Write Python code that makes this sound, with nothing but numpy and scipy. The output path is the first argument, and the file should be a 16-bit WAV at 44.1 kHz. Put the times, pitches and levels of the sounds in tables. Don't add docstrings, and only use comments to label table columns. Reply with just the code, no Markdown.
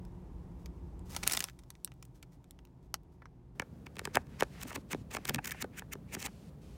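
import sys
import numpy as np
from scipy import signal
from scipy.fft import rfft, irfft
from scipy.io import wavfile

SR = 44100
rng = np.random.default_rng(int(sys.argv[2]) if len(sys.argv) > 2 else 0)


def wrap_up_sound(samples):
    columns = np.atleast_2d(samples).T
    tamed = np.clip(columns, -1, 1)
    steps = np.round(tamed * 32767).astype(np.int16)
    wavfile.write(sys.argv[1], SR, steps)


N = 298557
TIME = np.arange(N) / SR
HIT_SIZE, HIT_WINDOW_S = 4096, .005
HIT_T, HIT_HZ = np.arange(HIT_SIZE) / SR, np.fft.rfftfreq(HIT_SIZE, 1 / SR)
LIFT_S, ROOM_S = 1.32, 3.55
GAP_WIDTH_HZ, EDGE_WIDTH_HZ = 1260, 3000

# time in seconds, burst length in seconds, level in dB, brightness in dB.
CREASES = [(0.051, 0.0015, -65.5, 0), (0.6592, 0.0024, -54, -2), (0.9935, .001, -68.5, 4.5),
           (1.149, 0.0011, -49.5, -6.5), (1.164, 0.0034, -35, -1.5), (1.2294, 0.0063, -43.5, -6.5),
           (1.2337, 0.0014, -40, -2.5), (1.238, 0.0016, -41, -4.5), (1.2666, 0.0014, -44.5, -9.5),
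           (1.2707, .005, -39, -4), (1.276, 0.00045, -27.5, 8), (1.2973, 0.0022, -39, -2),
           (1.311, .0033, -38, -3), (1.319, .0034, -38, 1), (1.3216, .0014, -37, 7.5),
           (1.325, .0015, -40, 4.5), (1.334, 0.0036, -30.5, 2.5), (1.3489, 0.0045, -38.5, -1.5),
           (1.3699, 0.0006, -40.5, 9), (1.3732, 0.0013, -32, 0), (1.392, 0.0016, -44, 6),
           (1.4048, .0017, -33.5, 0.5), (1.425, 0.00078, -46.5, -4), (1.441, 0.0016, -35, 3),
           (1.4859, 0.001, -55.5, -11), (1.498, 0.0012, -57.5, -7), (1.59, .0047, -59.5, 0.5),
           (1.6357, .0024, -68, -3), (1.7039, 0.0015, -49, 1.5), (1.753, .0013, -65.5, -7),
           (1.847, .00075, -41.5, 11.5), (1.8757, 0.00081, -58.5, -8), (1.9187, 0.0014, -64, -10.5),
           (2.026, 0.0021, -54, -1.5), (2.052, .0019, -64, 3.5), (2.2275, 0.0028, -54.5, -3.5),
           (2.4426, .0011, -68, -1.5), (2.5091, 0.00086, -56.5, 6.5), (2.5898, 0.0017, -66.5, -9),
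           (2.6519, 0.001, -64.5, 0.5), (2.672, 0.0011, -78.5, -8.5), (2.9418, 0.00087, -33.5, -1.5),
           (3.2203, .0035, -76.5, -28), (3.2563, .0026, -64.5, -18.5)]
# time in seconds, pitch of its panels in Hz.
TAUTNESS = [(0, 1600), (1.23, 1604), (1.37, 1950), (1.6, 1640), (2.55, 1840), (2.94, 1360), (3.25, 1200)]
# start in seconds, end in seconds, relative level in dB.
BAG_RUBS = [(.595, .62, -70), (1.06, 1.086, -62.5), (1.1, 1.171, -47.5), (1.187, 1.485, -55.5),
            (1.249, 1.436, -49.5), (1.29, 1.347, -42), (2.15, 2.164, -66), (2.323, 2.34, -66.5),
            (2.83, 2.86, -75), (3.12, 3.151, -76.5)]
# release time in seconds, scrape length in seconds,
# then the levels of scrape, snap and flap in dB.
FLICKS = [(3.5976, 0.0018, -61, -38, -28.5), (3.6203, .0016, -58.5, -54.5, -49.5),
          (3.8671, 0.0047, -55.5, -57.5, -43), (3.957, .003, -64.5, -60.5, -62.5),
          (3.968, .004, -73, -49.5, -45), (3.985, 0.0053, -66, -55, -49), (3.9935, 0.0043, -55, -39, -36.5),
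          (4.0536, 0.011, -57, -35.5, -35), (4.1473, 0.0086, -52, -43, -35),
          (4.156, 0.0036, -36.5, -30, -31.5), (4.27, .003, -70, -68, -68), (4.408, 0.0093, -44, -33, -33),
          (4.433, .001, -58, -41.5, -38.5), (4.616, 0.01, -57, -46.5, -51), (4.6331, 0.008, -47, -43, -48),
          (4.6847, 0.011, -54.5, -54, -58), (4.706, 0.015, -52.5, -57, -41.5),
          (4.7301, .0087, -58, -52, -46), (4.76, 0.01, -44.5, -44, -34), (4.9203, 0.0096, -45, -56, -45),
          (4.9315, 0.009, -46.5, -40, -31.5), (5.117, 0.0067, -50.5, -69, -49.5),
          (5.1491, 0.017, -47.5, -40.5, -32.5), (5.1686, 0.0097, -49.5, -42, -37),
          (5.254, .0035, -48, -37.5, -40.5), (5.28, 0.0085, -48.5, -42, -49),
          (5.2951, 0.0063, -35.5, -30.5, -31), (5.3463, .0055, -46, -30.5, -37.5),
          (5.3591, .0016, -59, -44, -42), (5.447, 0.0031, -44, -42, -50), (5.458, 0.0036, -42.5, -43, -51),
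          (5.4776, 0.005, -38.5, -43.5, -46.5), (5.4978, 0.011, -49.5, -56, -46),
          (5.5093, .004, -62, -41.5, -50), (5.5218, 0.0057, -41, -48, -57),
          (5.6241, 0.012, -43, -36.5, -37.5), (5.7948, 0.017, -50.5, -43.5, -51),
          (5.9348, 0.0088, -43.5, -44, -44.5), (6.1497, 0.016, -44, -38.5, -37),
          (6.2046, 0.014, -54.5, -49.5, -72), (6.227, 0.014, -49, -40, -45),
          (6.2624, 0.015, -41.5, -39, -49), (6.269, 0.011, -45, -60, -43)]
# time in seconds, resonance in Hz, ringing share 0-1.
AIR_GAP = [(3.55, 1680, 0.56), (5.15, 1700, 0.07), (5.6, 2135, 0.95), (5.8, 2070, 0.98), (6.15, 2280, 0.28),
           (6.77, 2600, 0.06)]
# time in seconds, resonance in Hz, ringing share 0-1.
SINGING_EDGE = [(4.41, 5000, 0.46), (4.6, 9000, 0), (5.15, 7100, 0.1), (5.28, 14100, 0.44),
                (5.45, 14400, 0.25), (5.8, 14500, 0.03), (6.2, 6030, 0.08), (6.27, 8000, 0.36)]
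# time in seconds, contact in seconds, pitch of trapped air in Hz, level in dB.
SLAPS = [(3.6205, 0.0028, 824, -39), (4.0153, .0015, 520, -44.5), (4.0739, 0.00094, 615, -36),
         (4.1596, 0.0028, 750, -31.5), (4.1704, 0.00014, 1070, -18.5), (4.179, .0031, 926, -49),
         (4.4237, .00033, 820, -19.5), (4.6517, 0.0028, 415, -40.5), (4.7147, 0.0024, 930, -41.5),
         (4.7625, 0.0019, 1050, -45), (4.7746, 0.0033, 450, -40), (4.947, 0.00023, 340, -29),
         (5.167, 0.0028, 1040, -34), (5.185, 0.0011, 435, -41), (5.3061, .0017, 463, -33.5),
         (5.348, .0016, 970, -43), (5.3832, 0.002, 1520, -38.5), (5.3871, 0.0023, 1290, -33),
         (5.5454, 0.0027, 905, -47), (5.643, 0.0024, 786, -34.5), (5.8214, 0.0013, 940, -44.5),
         (5.954, 0.00083, 578, -42.5), (6.1664, 0.0032, 664, -42), (6.2813, 0.0032, 880, -49.5)]
# centre in Hz, width in Hz, boost in dB.
STACK_MODES = [(570, 300, 0), (1700, 280, 6.5), (2600, 400, 6)]
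# start and end in seconds, relative end level in dB.
SLIDES = [(3.99, 4.112, -60.5), (4.293, 4.405, -56.5), (4.526, 4.622, -51), (4.647, 4.76, -57),
          (4.953, 5.013, -70), (5.17, 5.35, -55.5), (5.434, 5.608, -49.5), (5.737, 5.793, -53.5),
          (6.091, 6.27, -53)]
# time of the peak in seconds, half-width in seconds, level in dB.
PUFFS = [(1.249, 0.0053, -43.5), (1.389, 0.0098, -55), (4.186, .011, -46.5), (4.65, 0.0098, -48),
         (4.773, 0.013, -45), (4.947, 0.0087, -37), (4.987, 0.0047, -42), (5.015, 0.0037, -42.5),
         (5.304, 0.014, -39), (5.348, 0.0071, -39), (5.379, .016, -39), (5.642, 0.012, -44),
         (6.17, .01, -42.5)]
# start in seconds, end in seconds.
HISSES = [(4.14, 4.22), (4.42, 4.815), (4.89, 5.02), (6.19, 6.495), (6.62, 6.8)]
# pitch in Hz, level at the bag in dB.
ENGINE_HUM = [(177.6, -59), (258.4, -70), (355.3, -67.5), (920.5, -79.5)]
# multiple of its pitch, gain in dB.
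SLAP_COLOUR = [(.1, -10), (.3, -10.5), (.65, 3), (1, -3.5), (1.9, -9.5), (3, -20.5), (4.5, -29), (12, -41)]
# frequency in Hz, relative gain in dB.
RUB_COLOUR = [(120, -8.5), (300, 1), (700, 6), (1100, 5.5), (1700, 1.5), (3000, -1.5), (6000, 0),
              (10000, -4), (16000, -6.5)]
FACE_COLOUR = [(200, 6), (500, 0.5), (900, 5), (1500, 0), (2600, 5), (3600, -4), (5000, -6.5), (12000, -57)]
SCRAPE_COLOUR = [(1500, -21), (3000, -6), (4200, -6.5), (6200, 5.5), (9000, 2), (11500, -6.5),
                 (13000, -3.5), (15000, 4), (16500, -25.5)]
FLAP_COLOUR = [(80, -4), (200, 5), (450, 4), (800, 1), (1200, 6.5), (2000, 2), (2800, 0), (4500, -23),
               (9000, -80)]
SKIN_COLOUR = [(1500, -26), (3000, -1.5), (4500, -1), (7000, -2.5), (9500, -6), (12000, -9.5), (16000, -15)]
PUFF_COLOUR = [(50, -13.5), (90, 0), (150, -0.5), (250, 0.5), (340, -11.5), (500, -26.5), (1000, -41.5),
               (3000, -72.5)]
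CABIN_NEAR_COLOUR = [(15, -32), (25, -5.5), (55, 3.5), (114, -10), (180, -6.5), (223, -19), (354, -17),
                     (384, -21), (624, -31), (936, -29), (1330, -42), (1890, -46), (4370, -56), (6920, -58),
                     (16000, -66.5)]
CABIN_FAR_COLOUR = [(25, -20), (45, 2.5), (65, -0.5), (100, -11), (125, -1.5), (155, -5), (190, -12),
                    (220, -17), (260, -11), (400, -18.5), (550, -25.5), (930, -26), (1300, -38.5),
                    (3500, -49), (16000, -62)]
ROOM_COLOUR = [(25, -37), (45, -2), (70, 0), (110, -3.5), (150, -0.5), (230, -5.5), (320, -13.5),
               (480, -16), (750, -24.5), (1200, -30.5), (2200, -40), (5000, -45), (16000, -50)]


def bag():
    rub_db = wall_rub_db()
    out = amp(rub_db - 4.5) * tint(grains(4600, spread_db=2.5, smooth=.49), RUB_COLOUR) * (TIME < ROOM_S)
    for (s, length, crack_db, bright_db), (facet, offset) in zip(CREASES, rng.random((len(CREASES), 2))):
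        panel_db, fizz_db = crack_db - 4 - bright_db, crack_db - 4.5 + bright_db
        crack = colour([(800, crack_db - 32.5), (2000, crack_db - 7.5), (3200, crack_db - 3.5),
                        (5500, crack_db), (9000, fizz_db + 2), (12000, fizz_db - 2.5),
                        (15500, fizz_db - 5)], HIT_HZ)
        crack *= amp(2.5 * np.sin(2 * np.pi * (np.log2(HIT_HZ + 1) * (1 + facet) + offset)))
        gain = np.hypot(amp(crack_db), amp(fizz_db)) * amp(.77)
        add(out, s - .0003, gain * strike(burst(length, .42 + 800 * length), crack, bend_s=.001102))
        flex = np.clip((rub_db[round(s * SR)] + 73) / 22, 0, 1)
        bass_db, bend_s = -13 + 12 * flex, .0008 + .00202 * flex
        panel_hz = np.interp(s, *np.transpose(TAUTNESS))
        panel = colour([(.06, bass_db - 9.5), (.15, bass_db - 2.5), (.32, bass_db), (.6, -2.5),
                        (1, -3), (1.5, -2), (2.5, -24), (6, -41.5)], HIT_HZ / panel_hz)
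        add(out, s - .52 * bend_s, amp(panel_db) * strike(burst(length, 800 * length), panel, bend_s))
    return reflections(out, t60=.044, wet_db=-11, dull_hz=9000)


def wall_rub_db():
    resting = amp(-77.5) * (TIME <= LIFT_S)
    settling = amp(-73.5 - 7.5 * (TIME - LIFT_S)) * (TIME > LIFT_S)
    rub_power = sum((amp(db) * stroke(start, end, attack_s=.005, release_s=.02)) ** 2
                    for start, end, db in BAG_RUBS)
    return 10 * np.log10(rub_power + settling ** 2 + resting ** 2)


def flicks():
    out, face_power, edge_power = np.zeros((3, N))
    flap = colour(FLAP_COLOUR, HIT_HZ)
    for s, length, scrape_db, snap_db, flap_db in FLICKS:
        heavy_db = flap_db - snap_db
        edge_db, treble_db = scrape_db - .13 * heavy_db, snap_db - 5 - .28 * heavy_db
        left_s = np.arange(round(3 * length * SR), -300, -1) / SR
        swell = np.exp(-.9 * (np.maximum(left_s, 0) / length) ** 2.07 + np.minimum(left_s, 0) / .0012)
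        add(face_power, s - left_s[0], swell * amp(scrape_db + .7) ** 2)
        add(edge_power, s - left_s[0], swell ** 1.46 * amp(edge_db + .5) ** 2)
        snap = colour([(700, snap_db - 38), (2000, snap_db - 7), (3000, snap_db - 1),
                       (4300, snap_db - 6), (6000, snap_db - 6), (9000, treble_db - 4),
                       (12000, treble_db - 9), (15000, treble_db - 14)], HIT_HZ)
        gain = np.hypot(amp(snap_db), amp(treble_db)) * amp(-2)
        letting_go = burst(.0012, scatter=.33 + 60 * length)
        add(out, s - .0008, gain * strike(letting_go, snap, bend_s=.00161))
        add(out, s - .0015, amp(flap_db - 2.5) * strike(burst(.0023, scatter=.73), flap, bend_s=.0032))
    face = ringing(grains(8000, spread_db=.7, smooth=.62), AIR_GAP, GAP_WIDTH_HZ, FACE_COLOUR)
    edge = ringing(grains(8000, spread_db=-3.2, smooth=.65), SINGING_EDGE, EDGE_WIDTH_HZ, SCRAPE_COLOUR)
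    return out + np.sqrt(face_power) * face + np.sqrt(edge_power) * edge


def slaps():
    out = np.zeros(N)
    tick = colour([(1000, -14), (3500, 8.5), (5500, -1.5), (9000, -3), (16000, -13.5)], HIT_HZ)
    stack = amp(sum(db / (1 + (2 * (HIT_HZ - hz) / width) ** 2) for hz, width, db in STACK_MODES))
    high_cut = 1 / np.hypot(1, (HIT_HZ / 2900) ** 5)
    for s, length, hz, slap_db in SLAPS:
        pop = stack * colour(SLAP_COLOUR, HIT_HZ / hz) * high_cut
        add(out, s - .0016, amp(slap_db - 1.05) * strike(touchdown(length), pop, bend_s=.0025))
        add(out, s - .0003, amp(slap_db - 24) * strike(burst(length, scatter=1.64), tick, bend_s=.000765))
    return out


def thumb():
    slide = np.zeros(N)
    for start, end, db in SLIDES:
        slack = np.clip((end - TIME) / (end - start), 0, 1)
        slide += amp(db - 6 * slack) * stroke(start, end, attack_s=.012, release_s=.016)
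    faces = amp(-6.5 + .75 * drift(25))
    faces *= ringing(rng.standard_normal(N), AIR_GAP, GAP_WIDTH_HZ, FACE_COLOUR)
    skin = amp(-13.5 + drift(25)) * noise(SKIN_COLOUR)
    return slide * (faces + skin)


def puffs():
    power = sum(amp(db) ** 2 * np.exp(-((TIME - s) / width) ** 2) for s, width, db in PUFFS)
    return np.sqrt(power) * noise(PUFF_COLOUR)


def hiss():
    gate = sum(stroke(start, end, attack_s=.006, release_s=.006) for start, end in HISSES)
    return gate * (amp(-71.5) * noise(SKIN_COLOUR) + amp(-73) * noise(FACE_COLOUR))


def idling_car():
    near = np.clip((LIFT_S - TIME) / .25 + .5, 0, 1)
    hum = sum(tone(hz, db) for hz, db in ENGINE_HUM)
    at_bag = amp(-45.16) * noise(CABIN_NEAR_COLOUR) + hum
    away = amp(-56.5) * noise(CABIN_FAR_COLOUR) + amp(-8) * hum + tone(hz=124.2, db=-63)
    return near * at_bag + np.sqrt(1 - near ** 2) * away


def room_tone():
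    return amp(-51 + .28 * drift(12)) * noise(ROOM_COLOUR)


def burst(length, scatter):
    rest = rng.standard_normal(HIT_SIZE) * np.exp(-HIT_T / max(length, 1e-4))
    return (HIT_T == 0) + scatter * rest / np.linalg.norm(rest)


def touchdown(length):
    progress = HIT_T / max(length, 1e-4)
    contacts = rng.standard_normal(HIT_SIZE) * progress * np.exp(-1.7 * progress)
    return (HIT_T == 0) + 750 * length * contacts / np.linalg.norm(contacts)


def strike(push, gain, bend_s):
    log_gain = np.log(np.maximum(gain / gain.max(), 1e-5))
    minimum_phase = -signal.hilbert(np.r_[log_gain, log_gain[-2:0:-1]]).imag[:len(gain)]
    bending_phase = -4 * np.pi * bend_s * 1000 * np.sqrt((HIT_HZ + 100) / 1000)
    sound = irfft(rfft(push) * np.exp(log_gain + 1j * (minimum_phase + bending_phase)))
    return sound / np.linalg.norm(sound) * np.sqrt(HIT_WINDOW_S * SR)


def grains(per_s, spread_db, smooth):
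    size = amp(spread_db * np.minimum(rng.exponential(1, N), 4))
    clicks = rng.standard_normal(N) * size * (rng.random(N) < per_s / SR)
    return unit(unit(clicks) + smooth * rng.standard_normal(N))


def ringing(x, track, width_hz, curve):
    s, hz, share = np.transpose(track)
    carrier = np.exp(2j * np.pi * np.cumsum(np.interp(TIME, s, hz)) / SR)
    ring = (carrier * signal.lfilter(*signal.butter(2, width_hz / 2, fs=SR), x / carrier)).real
    share = np.clip(np.interp(TIME, s, share), 0, 1)
    return unit(share * unit(ring) + (1 - share) * tint(x, curve))


def reflections(x, t60, wet_db, dull_hz):
    t = np.arange(2 * HIT_SIZE) / SR
    tail = rng.standard_normal(len(t)) * np.exp(-np.log(1000) * t / t60) * np.minimum(t / .00073, 1)
    pole = np.exp(-2 * np.pi * dull_hz / SR)
    tail = signal.lfilter([1 - pole], [1, -pole], tail / np.linalg.norm(tail))
    return x + amp(wet_db) * signal.oaconvolve(x, tail)[:N]


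def stroke(start, end, attack_s, release_s):
    return np.exp(np.minimum(TIME - start, 0) / attack_s - np.maximum(TIME - end, 0) / release_s)


def tone(hz, db):
    pitch = hz * (1 + .006 * drift(5.85))
    return amp(db) * np.sqrt(2) * np.cos(2 * np.pi * np.cumsum(pitch) / SR)


def drift(rate_hz):
    low_pass = np.exp(-(np.fft.rfftfreq(N, 1 / SR) / rate_hz) ** 2)
    return unit(irfft(rfft(rng.standard_normal(N)) * low_pass, N))


def noise(curve):
    return tint(rng.standard_normal(N), curve)


def tint(x, curve):
    return unit(irfft(rfft(x) * colour(curve, np.fft.rfftfreq(len(x), 1 / SR)), len(x)))


def colour(curve, hz):
    points, db = np.transpose(curve)
    return amp(np.interp(np.log(hz + 1e-6), np.log(points), db))


def add(mix, s, sound):
    part = mix[max(round(s * SR), 0):][:len(sound)]
    part += sound[:len(part)]


def amp(db):
    return 10 ** (np.asarray(db) / 20)


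def unit(x):
    return x / np.sqrt(np.mean(x ** 2) + 1e-20)


def scene():
    pages = reflections(flicks() + slaps(), t60=.041, wet_db=-11, dull_hz=2000)
    pages = reflections(pages, t60=.3, wet_db=-30.5, dull_hz=5000)
    foreground = bag() + pages + puffs() + thumb()
    indoors = np.clip((TIME - ROOM_S) / .011 + .5, 0, 1)
    return (foreground + hiss() + (1 - indoors) * idling_car() + indoors * room_tone())[None]


def record(dry):
    low_cut = signal.butter(6, 39, "highpass", fs=SR, output="sos")
    high_cut = signal.firwin(255, 16300, window=("kaiser", 9), fs=SR)
    return signal.oaconvolve(signal.sosfilt(low_cut, dry), high_cut[None], "same")


dry = scene()
out = record(dry)
wrap_up_sound(out)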